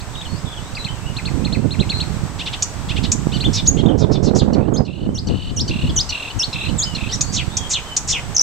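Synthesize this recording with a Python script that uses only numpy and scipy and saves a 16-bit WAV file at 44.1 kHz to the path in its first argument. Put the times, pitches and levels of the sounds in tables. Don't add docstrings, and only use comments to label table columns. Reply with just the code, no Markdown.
import sys
import numpy as np
from scipy import signal
from scipy.fft import rfft, irfft
from scipy.io import wavfile
from scipy.ndimage import uniform_filter1d

SR = 44100
rng = np.random.default_rng(int(sys.argv[2]) if len(sys.argv) > 2 else 0)


def log_audio(samples):
    frames = np.atleast_2d(samples).T
    limited = np.clip(frames, -1, 1)
    pcm = np.round(limited * 32767).astype(np.int16)
    wavfile.write(sys.argv[1], SR, pcm)


N = 371322
TIME = np.arange(N) / SR

# time in seconds, gain in dB.
BACKGROUND_LEVEL = [(0, 2), (1.4, 2.5), (1.65, -1), (2, 4), (3.65, 2.5), (3.9, -9), (4.5, -9.5),
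                    (4.85, -16), (5.2, -8), (5.6, -2.5), (6, 2.5), (8.42, 3.5)]


def amp(db):
    return 10 ** (np.asarray(db) / 20)


def evened(x):
    return x / np.sqrt(np.mean(x ** 2) + 1e-20)


def curve(rows, t):
    return np.interp(t, *np.transpose(rows))


def spectrum(points, hz):
    f, value = np.transpose(points)
    return np.interp(np.log(hz + 1), np.log(f), value)


def ease(u):
    return np.sin(np.pi / 2 * np.clip(u, 0, 1)) ** 2


def wander(count, hz):
    f = np.fft.rfftfreq(count + 4096, 1 / SR)
    noise = rfft(rng.standard_normal(2 * len(f) - 2))
    return evened(irfft(noise * np.exp(-(f / hz) ** 2)))[:count]


def frames():
    hz, t, z = signal.stft(rng.standard_normal(N), SR, nperseg=1024, noverlap=768)
    return t[:, None], hz, z.T


def to_sound(z):
    return signal.istft(z.T, nperseg=1024, noverlap=768)[1][:N]


def resonate(x, hz, width):
    turn = np.exp(2j * np.pi * np.cumsum(hz) / SR)
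    r = np.exp(-np.pi * width / SR)
    return (turn * signal.lfilter([(1 - r) ** 2], [1, -2 * r, r * r], x / turn)).real


def span(s, length):
    u = np.linspace(0, 1, round(length * SR))
    return s + u * length, u


def envelope(t, attack_s, release_s, depth_db):
    nearest_edge = np.minimum((t - t[0]) / attack_s, (t[-1] - t) / release_s)
    return depth_db * (np.clip(nearest_edge, 0, 1) - 1)


def gesture(rows):
    s, *columns = np.transpose(rows)
    t = np.arange(s.min() - .001, s.max() + .001, 1 / SR)
    lines = (np.interp(t, np.sort(s), c) for c in columns)
    return t, *(uniform_filter1d(line, size=130, mode="nearest") for line in lines)


def add(mix, t, sound):
    edge = np.clip(np.minimum(t - t[0], t[-1] - t) / 0.00033, 0, 1)
    part = mix[max(round(t[0] * SR), 0):][:len(t)]
    part += (sound * np.sin(np.pi / 2 * edge) ** 2)[:len(part)]


def whistle(hz, overtone_db=-27, jitter=0.014):
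    phase = 2 * np.pi * np.cumsum(hz * (1 + jitter * wander(len(hz), 630))) / SR
    return evened(np.sin(phase) + amp(overtone_db) * np.sin(2 * phase))


def whistles(notes, overtone_db, rising_db=13, break_per_s=85):
    out = np.zeros(N)
    for t, hz, db in notes:
        glide = np.gradient(np.log(hz), t)
        held = 1 / (1 + (np.maximum(-glide, 0) / break_per_s) ** 8)
        octave_db = overtone_db + rising_db * np.clip(glide / 35, 0, 1)
        add(out, t, amp(db) * held * whistle(hz, overtone_db=octave_db))
    return out


def voice(hz, throat_hz, width, jitter, rough, count, leak_db=-40):
    k = np.arange(1, count + 1)[:, None]
    phase = 2 * np.pi * np.cumsum(hz * (1 + jitter * wander(len(hz), 810))) / SR
    gains = 1 / (1 + (np.log(k * hz / throat_hz) / width) ** 2)
    gains = gains + amp(leak_db) / (1 + (k * hz / throat_hz) ** 8)
    gains = gains / np.sqrt(1 + (1950 / (k * hz)) ** 12)
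    pulses = (gains * np.cos(k * phase + 1.3 * k ** 2)).sum(0)
    pulses = pulses / np.sqrt((gains ** 2).sum(0) / 2)
    air = (1 + np.cos(phase)) * rng.standard_normal(len(hz))
    puffs = evened(resonate(air, throat_hz, 2 * width * throat_hz.mean()))
    rough = np.clip(rough, 0, 1)
    return np.sqrt(1 - rough) * pulses + np.sqrt(rough) * puffs


def voiced(notes, width, jitter, rough, count, leak_db):
    out = np.zeros(N)
    for t, hz, throat_hz, db in notes:
        add(out, t, amp(db) * voice(hz, throat_hz, width, jitter, rough, count, leak_db))
    return out


def rasps(notes, pulse_hz, width, jitter, rough, count, leak_db):
    out = np.zeros(N)
    for t, throat_hz, db in notes:
        arch = 1 - 0.13 * np.linspace(-1, 1, len(t)) ** 2
        add(out, t, amp(db) * voice(pulse_hz * arch, throat_hz, width, jitter, rough, count, leak_db))
    return out


def whine_high(hz=11800, db=-71, drift_hz=90):
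    pitch_hz = hz + drift_hz * wander(N, 2) + 120 * wander(N, 300)
    return amp(db + 3 * wander(N, 2)) * np.sin(2 * np.pi * np.cumsum(pitch_hz) / SR)


def background(hush_db=-38.0):
    # frequency in Hz, relative spectral level in dB.
    hush_shape = [(30, 0), (150, 5), (500, 0), (950, 2.5), (1500, -2), (2200, -6), (4500, -9.5), (8000, -9),
                  (9300, -23), (12500, -24), (15700, -29.5)]
    # frequency in Hz, left-right likeness from 0 to 1.
    likeness = [(100, 1), (900, 0.84), (2000, 0.19), (5000, 0.044), (12000, 0.033)]
    # frequency in Hz, relative level in dB.
    whine_notes = [(7854, -57.5), (7881, -79), (7913, -82), (8253, -75), (8280, -60.5), (8312, -80)]
    (_, hz, left), (_, _, other) = frames(), frames()
    same = np.clip(spectrum(likeness, hz), -1, 1)
    ports = left, same * left + np.sqrt(1 - same ** 2) * other
    hush = evened(np.array([to_sound(z * amp(spectrum(hush_shape, hz))) for z in ports]))
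    hush = hush * amp(hush_db + .5 * wander(N, 12.0))
    whine = np.zeros(N)
    for note_hz, db in whine_notes:
        whine += amp(db) * np.sin(2 * np.pi * np.cumsum(note_hz + 4 * wander(N, 44)) / SR)
    total = hush + whine * amp([[-2], [6]]) + whine_high() * amp([[2], [-4]])
    return total * amp(curve(BACKGROUND_LEVEL, TIME))


def blowing(breeze, side):
    # centre in seconds, 1/e half length in seconds, lift on the left in dB, on the right in dB.
    gusts = [(0.339, 0.028, -5, 12.5), (0.452, 0.028, -1, 8.5), (1.651, 0.019, 4, 7), (1.927, .04, 3, 1),
             (2.24, 0.022, 2, 6), (2.88, 0.019, 15, -4), (3.478, .03, 12, 6.5), (3.667, 0.059, 8, 2.5),
             (4.571, 0.023, 0, 5.5), (5.084, 0.069, 11, 6.5), (5.309, 0.048, 11.5, 2.5),
             (5.623, 0.009, 12.5, 2), (5.849, 0.021, 7.5, 8.5), (5.91, 0.023, 2, 11.5),
             (6.373, 0.024, 23, 3), (6.485, 0.015, 2, 12.5), (6.564, .02, 10, 4.5),
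             (6.71, 0.045, -1.5, 9.5), (8.285, 0.063, -5, 10.5)]
    level = curve(breeze, TIME)
    for s, half_s, left_db, right_db in gusts:
        lift_db = right_db if side == "right" else left_db
        level = level + lift_db * np.exp(-((TIME - s) / half_s) ** 2)
    return level


def wind(level, corner_hz, low_hz, slope, brighten_db=62, lumps_db=3.5):
    t, hz, z = frames()
    above_background_db = np.interp(t, TIME, level) - curve(BACKGROUND_LEVEL, t)
    corner = corner_hz * 10 ** ((above_background_db + 15.0) / brighten_db)
    bass_cut = hz / np.hypot(hz, low_hz) * hz / np.hypot(hz, 24)
    shape = bass_cut / (1 + (hz / corner) ** 3) ** (slope / 6)
    rumble = evened(to_sound(z * shape / np.linalg.norm(shape, axis=1, keepdims=True)))
    rumble /= np.sqrt(uniform_filter1d(rumble ** 2, size=3500))
    return amp(level) * evened(rumble * amp(lumps_db * wander(N, 56.4)))


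def wind_on_ports():
    # time in seconds, relative level in dB.
    breeze_left = [(0, -43), (1.4, -38.5), (1.9, -35), (2.7, -40), (3.6, -31.5), (3.9, -35), (4.55, -26),
                   (4.95, -39), (5.35, -22.5), (5.98, -21.5), (6.25, -37), (7.95, -50), (8.12, -25),
                   (8.42, -47)]
    breeze_right = [(0, -28), (1.03, -25.5), (1.45, -13.5), (2.0, -19.5), (2.6, -28.5), (3.0, -17),
                    (3.6, -18), (3.85, -10), (4.8, -13.5), (4.94, -25), (5.25, -25), (5.45, -31.5),
                    (5.72, -16), (6.24, -44), (6.68, -23.5), (7.52, -21), (7.87, -33.5), (8.42, -31.5)]
    left = wind(blowing(breeze_left, "left"), corner_hz=152, low_hz=35, slope=4.5)
    right = wind(blowing(breeze_right, "right"), corner_hz=197.6, low_hz=81.4, slope=5.59)
    return np.array([amp(0.2) * left, amp(0.38) * right])


def chip(s, climb_s, shoulder_s, turn_s, top_hz, db, tail_db, shoulder=.89,
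         onset_db=-14, turn_db=-6, break_db=-10, fade_db=-7):
    start_hz, tail_hz, end_hz = 2600, 2700, 2003
    leap_s, tail_s = 0.00454, 0.015
    leap = s + turn_s
    tail = leap + leap_s
    return gesture([(s - shoulder_s - climb_s, start_hz, db + onset_db),
                    (s - shoulder_s, shoulder * top_hz, db),
                    (s, top_hz, db),
                    (leap, shoulder * top_hz, db + turn_db),
                    ((leap + tail) / 2, start_hz, tail_db + break_db),
                    (tail, tail_hz, tail_db),
                    (tail + tail_s, end_hz, tail_db + fade_db)])


def chips():
    # time of the top, climb, shoulder and turn in seconds, top pitch in Hz,
    # relative level in dB, relative tail level in dB.
    rows = [(0.012, .006, 0.0041, 0.0033, 4600, -39.5, -47),
            (0.218, 0.0045, .003, 0.0059, 3710, -33.5, -47), (0.757, .006, 0.0035, 0.0082, 4960, -32, -30),
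            (0.852, 0.0062, 0.0036, 0.0073, 4370, -28, -33),
            (1.174, 0.0065, .005, .007, 4370, -29.5, -30.5),
            (1.264, 0.0075, .006, 0.0071, 4590, -28, -32.5),
            (1.458, 0.0083, 0.0067, 0.0047, 4460, -28.5, -35.5),
            (1.537, 0.0064, 0.0092, 0.0063, 4440, -28.5, -32),
            (1.725, 0.0052, .015, 0.011, 4350, -31.5, -35.5), (1.812, .013, 0.0088, .006, 4260, -26, -32.5),
            (1.906, .009, 0.0058, 0.0072, 4450, -23, -30), (2.013, .010, .005, 0.0077, 4400, -23.5, -36),
            (3.416, .008, 0.0074, .008, 4500, -25.5, -34.5), (3.864, .005, 0.0026, 0.004, 3790, -32.5, -60)]
    return whistles([chip(*row) for row in rows], overtone_db=-27)


def slur(s, length, start_hz, middle_hz, end_hz, db, fade_db):
    t, u = span(s, length)
    off = (2 * u - 1) ** 2
    bend_hz = ((start_hz + end_hz) / 2 - middle_hz) * off
    return t, middle_hz + (end_hz - start_hz) * (u - .5) + bend_hz, db - fade_db * off


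def shrubbery(x, t60, delay_s):
    t = TIME[:SR // 2]
    strengths = rng.standard_normal((2, len(t)))
    present = rng.random((2, len(t))) < .1
    taps = strengths * present * (t > delay_s) * amp(-60 * t / t60)
    taps = taps / np.linalg.norm(taps, axis=1, keepdims=True)
    return signal.fftconvolve(x[None], taps, axes=1)[:, :N]


def far_bird(direct_db=-3, echo_db=7.5, flicker_db=3):
    # start and length in seconds, start, middle and end pitch in Hz, relative level in dB.
    rows = [(0.133, 0.061, 3540, 3770, 3750, -47), (0.222, 0.076, 4170, 4280, 4380, -56),
            (0.303, 0.08, 4370, 4570, 5200, -54), (0.455, 0.034, 3600, 3480, 3400, -44),
            (0.554, .13, 3280, 3590, 3900, -55.5), (0.78, 0.029, 4170, 3970, 3970, -43.5),
            (0.882, 0.015, 3100, 3090, 3000, -36.5), (0.923, .075, 2940, 2790, 2620, -55.5),
            (1.037, .055, 2600, 2890, 2840, -49), (1.39, .05, 2380, 2470, 2600, -55),
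            (1.559, 0.047, 2550, 2600, 2680, -52.5), (1.924, 0.039, 3840, 4180, 4220, -36),
            (5.075, 0.062, 3000, 3050, 3130, -66), (6.583, 0.069, 3395, 3873, 4090, -41),
            (6.854, 0.085, 3050, 2955, 2880, -45), (7.2, 0.21, 4170, 4680, 4450, -47),
            (7.502, 0.067, 3360, 3730, 3620, -48.5), (7.576, 0.068, 3370, 3280, 3170, -44),
            (7.841, .1, 3200, 3060, 2996, -48)]
    far = whistles([slur(*row, fade_db=-3) for row in rows], overtone_db=-40)
    far = far * amp(flicker_db * wander(N, 30))
    return amp(direct_db) * far + amp(echo_db) * shrubbery(far, t60=0.27, delay_s=0.0015)


def slurs():
    # start and length in seconds, start, middle and end pitch in Hz, relative level in dB.
    rows = [(0.152, 0.0091, 3760, 3240, 2800, -32.5), (0.25, 0.021, 3530, 3060, 2880, -33.5),
            (0.522, 0.024, 3700, 3320, 2880, -37), (0.564, 0.028, 3500, 3150, 2820, -36),
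            (3.440, 0.031, 2700, 3555, 2940, -22), (3.884, 0.021, 3620, 3073, 3250, -30.5),
            (3.908, .019, 3670, 3230, 2600, -40), (8.347, 0.012, 6870, 6300, 6150, -22),
            (8.364, 0.006, 6650, 5890, 4850, -8.5), (8.379, 0.0063, 6150, 5950, 4870, -12.5),
            (8.394, 0.0042, 5800, 5520, 4740, -7), (8.408, 0.0095, 6240, 6110, 5780, -9)]
    return whistles([slur(*row, fade_db=7.5) for row in rows], overtone_db=-28.5)


def chuck(s, length, end_hz, throat_hz, db, start_hz=625, closing=0.34):
    t, u = span(s, length)
    return (t, start_hz * (end_hz / start_hz) ** u, throat_hz * (1 - closing * (u - .5)),
            db + envelope(t, attack_s=0.01, release_s=0.0082, depth_db=15))


def chucks():
    # start and length in seconds, end pitch in Hz, mid-note throat resonance in Hz,
    # relative level in dB.
    rows = [(2.386, 0.044, 1040, 3230, -29.5), (2.455, 0.038, 1125, 3300, -27),
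            (2.525, 0.031, 1100, 3330, -27), (2.884, 0.045, 988, 3140, -29),
            (2.957, .037, 1006, 3000, -28.5), (3.03, 0.037, 1100, 3800, -27.5)]
    return voiced([chuck(*row) for row in rows],
                  width=0.19, jitter=0.014, rough=0.049, count=12, leak_db=-17)


def tick(s, throat_hz, db, length_s=0.021, snap_s=0.0038, start_ratio=0.65):
    t, _ = span(s, length_s)
    return (t, throat_hz * curve([(s, start_ratio), (s + snap_s, 1)], t),
            db + envelope(t, attack_s=0.0028, release_s=.012, depth_db=17.5))


def ticks():
    # start in seconds, throat resonance in Hz, relative level in dB.
    rows = [(2.621, 6460, -8), (3.116, 6836, -7.5), (7.208, 6580, -9), (7.567, 6500, -11),
            (7.964, 6500, -8)]
    return rasps([tick(*row) for row in rows],
                 pulse_hz=1270, width=0.13, jitter=0.052, rough=0.83, count=11, leak_db=-15.0)


def eddies(width_s=0.00098):
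    # time in seconds, relative level in dB, balance in dB (positive leans left).
    rows = [(3.271, 1.5, -30), (3.871, 2, -32), (4.583, 0.5, -31), (4.807, 2, -17), (5.064, -11, 15),
            (5.092, -3, -22), (5.293, -31, 8), (5.571, -12, -24)]
    u = np.linspace(-5, 5, round(10 * width_s * SR))
    out = np.zeros((2, N))
    push = -u * np.exp(1 - abs(u) * 1.47)
    for s, db, balance_db in rows:
        add(out[0], s + u * width_s, amp(db + min(balance_db, 0)) * push)
        add(out[1], s + u * width_s, amp(db - max(balance_db, 0)) * push)
    return out


def mew(s, length, top_hz, start_hz, end_hz, db, sag=.35):
    t, u = span(s, length)
    return (t, top_hz * (1 - sag * (2 * u - 1) ** 2), start_hz + (end_hz - start_hz) * u,
            db + envelope(t, attack_s=0.028, release_s=0.026, depth_db=11))


def mews():
    # start and length in seconds, top pitch in Hz, throat resonance at start and end in Hz,
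    # relative level in dB.
    rows = [(3.317, 0.062, 1546, 3270, 3800, -31), (3.768, 0.05, 1093, 3040, 3470, -33.5),
            (7.111, .052, 1976, 4260, 6140, -26.5)]
    return voiced([mew(*row) for row in rows],
                  width=0.15, jitter=0.017, rough=0.042, count=12, leak_db=-17.5)


def buzz(s, length, start_hz, end_hz, db, hold=0.25, fade_db=8):
    t, u = span(s, length)
    slide = ease((u - hold) / (1 - hold))
    level = db - fade_db * slide + envelope(t, attack_s=.013, release_s=0.0061, depth_db=10.5)
    return t, start_hz + (end_hz - start_hz) * slide, level


def buzz_tail(s, length, start_hz, end_hz, db, begins=.42, fall=0.11, overtone=2.85):
    t, u = span(s + begins * length, (1 - begins) * length)
    throat_hz = end_hz * (1 + fall * (.7 - u ** 1.58))
    return t, throat_hz / overtone, throat_hz, db + envelope(t, attack_s=0.018, release_s=0.016, depth_db=8)


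def buzzes():
    # start and length in seconds, throat resonance at start and end in Hz, relative level in dB.
    rows = [(3.529, 0.081, 5650, 3366, -23), (3.978, .076, 5770, 3350, -35.5),
            (4.113, 0.064, 5200, 3300, -33), (4.227, .074, 5860, 3810, -33),
            (4.349, 0.054, 5800, 7100, -28)]
    rough = rasps([buzz(*row) for row in rows],
                  pulse_hz=455, width=0.18, jitter=0.027, rough=0.24, count=32, leak_db=-21)
    falling = [row for row in rows if row[3] < row[2]]
    tails = voiced([buzz_tail(*row) for row in falling],
                   width=0.11, jitter=0.025, rough=0.15, count=6, leak_db=-23)
    return amp(1.3) * rough + amp(-1) * tails


def hook(s, fall_s, rise_s, hold_s, low_hz, top_hz, low_db, top_db, start_ratio=1.29, lag=1.3,
         handover_db=4, droop_hz_per_s=12000, tuning=1.92):
    t, _ = span(s - fall_s, fall_s + rise_s + hold_s)
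    dip_hz = low_hz * (1 + (start_ratio - 1) * np.clip((s - t) / fall_s, 0, 1) ** 2.1)
    u = np.clip((t - s) / rise_s, 0, 1)
    up = ease(u ** lag)
    hz = dip_hz + (top_hz - dip_hz) * up - droop_hz_per_s * np.maximum(t - s - rise_s, 0)
    throat_hz = tuning * dip_hz * (1 - ease(u)) + hz * ease(u)
    db = low_db + (top_db - low_db) * up - handover_db * np.sin(np.pi * u) ** 2
    return t, hz, throat_hz, db + envelope(t, attack_s=0.0068, release_s=0.0097, depth_db=15)


def hooks():
    # time of the bottom, fall, rise and hold in seconds, bottom and top pitch in Hz,
    # relative bottom and top level in dB.
    rows = [(3.658, 0.0027, 0.02, 0.022, 2930, 6764, -25.5, -11),
            (4.75, .015, .032, 0.012, 3090, 5130, -30.5, -26.5),
            (5.162, .019, 0.035, .002, 2770, 5020, -31, -19.5),
            (5.58, 0.018, 0.039, 0.0023, 2820, 5530, -22.5, -14),
            (5.978, 0.019, .036, 0.0073, 2944, 5170, -15, -14),
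            (6.41, .021, 0.04, .002, 2626, 4580, -17, -13.5),
            (6.810, 0.031, .036, 0.0029, 3246, 5300, -18.5, -13)]
    return voiced([hook(*row) for row in rows],
                  width=.15, jitter=0.008, rough=0.0039, count=5, leak_db=-17)


def warble(s, length, start_hz, end_hz, db):
    t, u = span(s, length)
    level = db + envelope(t, attack_s=0.0033, release_s=0.034, depth_db=13.5)
    return t, start_hz * (end_hz / start_hz) ** u, level


def warbles(depth=0.145, lead_s=0.016, lead_from=.64, lead_db=-9):
    # start and length in seconds, start and end pitch in Hz, relative level in dB.
    rows = [(4.385, .049, 4590, 2900, -31), (7.362, .07, 4030, 2126, -27.5),
            (7.732, .066, 3970, 2380, -24.5), (8.122, 0.079, 3510, 2090, -27)]
    out = np.zeros(N)
    for t, hz, db in (warble(*row) for row in rows):
        vibrato_hz = curve([(0, 52), (.02, 74), (.035, 100)], t - t[0])
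        swing = -np.cos(2 * np.pi * np.cumsum(vibrato_hz) / SR)
        hz, db = hz * (1 + depth * swing), db + 2.3 * swing
        rise = np.linspace(1, 0, round(lead_s * SR))
        hz = np.r_[hz[0] * lead_from ** rise, hz]
        db = np.r_[db[0] + lead_db * rise, db]
        add(out, np.r_[t[0] - lead_s * rise, t], amp(db) * whistle(hz, jitter=0.025))
    return out


def tut(s, top_hz, throat_hz, db, length_s=.023, peak=0.404, sag=0.936, closing=0.24, fade_db=7):
    t, u = span(s, length_s)
    return (t, top_hz * (1 - sag * (u - peak) ** 2), throat_hz * (1 - closing * u ** 1.34),
            db - fade_db * u ** 2 + envelope(t, attack_s=0.0046, release_s=0.00067, depth_db=12))


def tuts():
    # start in seconds, top pitch in Hz, starting throat resonance in Hz, relative level in dB.
    rows = [(4.53, 1510, 5240, -35.5), (4.849, 1485, 4500, -44), (5.269, 1555, 5250, -34.5),
            (5.677, 1570, 5080, -28.5), (6.09, 1495, 5300, -25.5), (6.527, 1376, 4200, -28),
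            (6.948, 1443, 4340, -28.5)]
    return voiced([tut(*row) for row in rows],
                  width=0.18, jitter=0.008, rough=0.051, count=12, leak_db=-12)


def trills(period_s=.026, half_s=.0105, sag=0.316, fade_db=16, tuning=2.16, width=0.15, rough=0.022,
           uneven_db=1.5, uneven_pitch=0.0072):
    # first and last pulse in seconds, pitch at the start, at the end and of the closing pulse in Hz,
    # relative start and end level in dB.
    rows = [(4.563, 4.682, 1170, 1474, 1580, -50, -48), (4.885, 5.06, 1398, 1567, 1490, -40.5, -43.5),
            (5.305, 5.501, 1484, 1575, 1562, -36, -35), (5.716, 5.9, 1380, 1494, 1720, -29.5, -31),
            (6.129, 6.308, 1418, 1375, 1524, -23.5, -30.5), (6.564, 6.693, 1362, 1382, 1534, -27.5, -29),
            (6.987, 7.099, 1330, 1370, 1590, -30, -28.5)]
    out = np.zeros(N)
    t = np.arange(-half_s, half_s, 1 / SR)
    off = (t / half_s) ** 2
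    for first, last, start_hz, end_hz, closing_hz, start_db, end_db in rows:
        u = np.linspace(0, 1, round((last - first) / period_s) + 1)
        chance = rng.standard_normal((len(u), 2))
        tops = np.where(u < 1, start_hz + (end_hz - start_hz) * u, closing_hz)
        tops = tops * (1 + uneven_pitch * chance[:, 0])
        levels = start_db + (end_db - start_db) * u + uneven_db * chance[:, 1]
        for s, hz, db in zip(first + (last - first) * u, tops, levels):
            throat_hz = np.full(len(t), tuning * hz)
            note = voice(hz * (1 - sag * off), throat_hz, width, jitter=0.019, rough=rough, count=3)
            add(out, s + t, amp(db - fade_db * off) * note)
    return out


def hiss(s, length, throat_hz, db, bend=0.11):
    t, u = span(s, length)
    return (t, throat_hz * (1 + bend * (2 * u - 1) ** 2),
            db + envelope(t, attack_s=0.018, release_s=0.022, depth_db=12.5))


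def hisses():
    # start and length in seconds, mid-note throat resonance in Hz, relative level in dB.
    rows = [(7.324, 0.059, 5960, -20.5), (7.695, 0.055, 6400, -16), (8.075, .062, 6030, -15)]
    return rasps([hiss(*row) for row in rows],
                 pulse_hz=524, width=0.13, jitter=0.093, rough=0.31, count=18, leak_db=-19)


def dulled(x, edge_hz=8600, top_db=-11):
    hz = np.fft.rfftfreq(N, 1 / SR)
    return irfft(rfft(x) * amp(top_db * (1 - 1 / (1 + (hz / edge_hz) ** 24))), N)


def birds():
    song = amp(3.0) * chips() + amp(1.5) * slurs()
    song += amp(2.5) * chucks() + amp(-4.5) * ticks()
    song += amp(6.5) * mews() + buzzes()
    song += amp(-1.0) * hooks() + amp(4.5) * warbles()
    song += amp(5.0) * tuts() + amp(2.5) * trills()
    song += amp(-2.0) * hisses()
    near = song * amp([[-.8], [-.3]])
    near = near + amp(-5.5) * shrubbery(song, t60=0.076, delay_s=.0006)
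    near = near + amp(-11.5) * shrubbery(song, t60=0.31, delay_s=0.0094)
    return dulled(near + far_bird())


def scene():
    return birds() + background() + wind_on_ports() + eddies()


def record(dry, edge_hz=15750):
    low_pass = signal.firwin(511, edge_hz, window=("kaiser", 9), fs=SR)
    return signal.oaconvolve(np.clip(dry, -1, 1), low_pass[None], "same")


dry = scene()
out = record(dry)
log_audio(out)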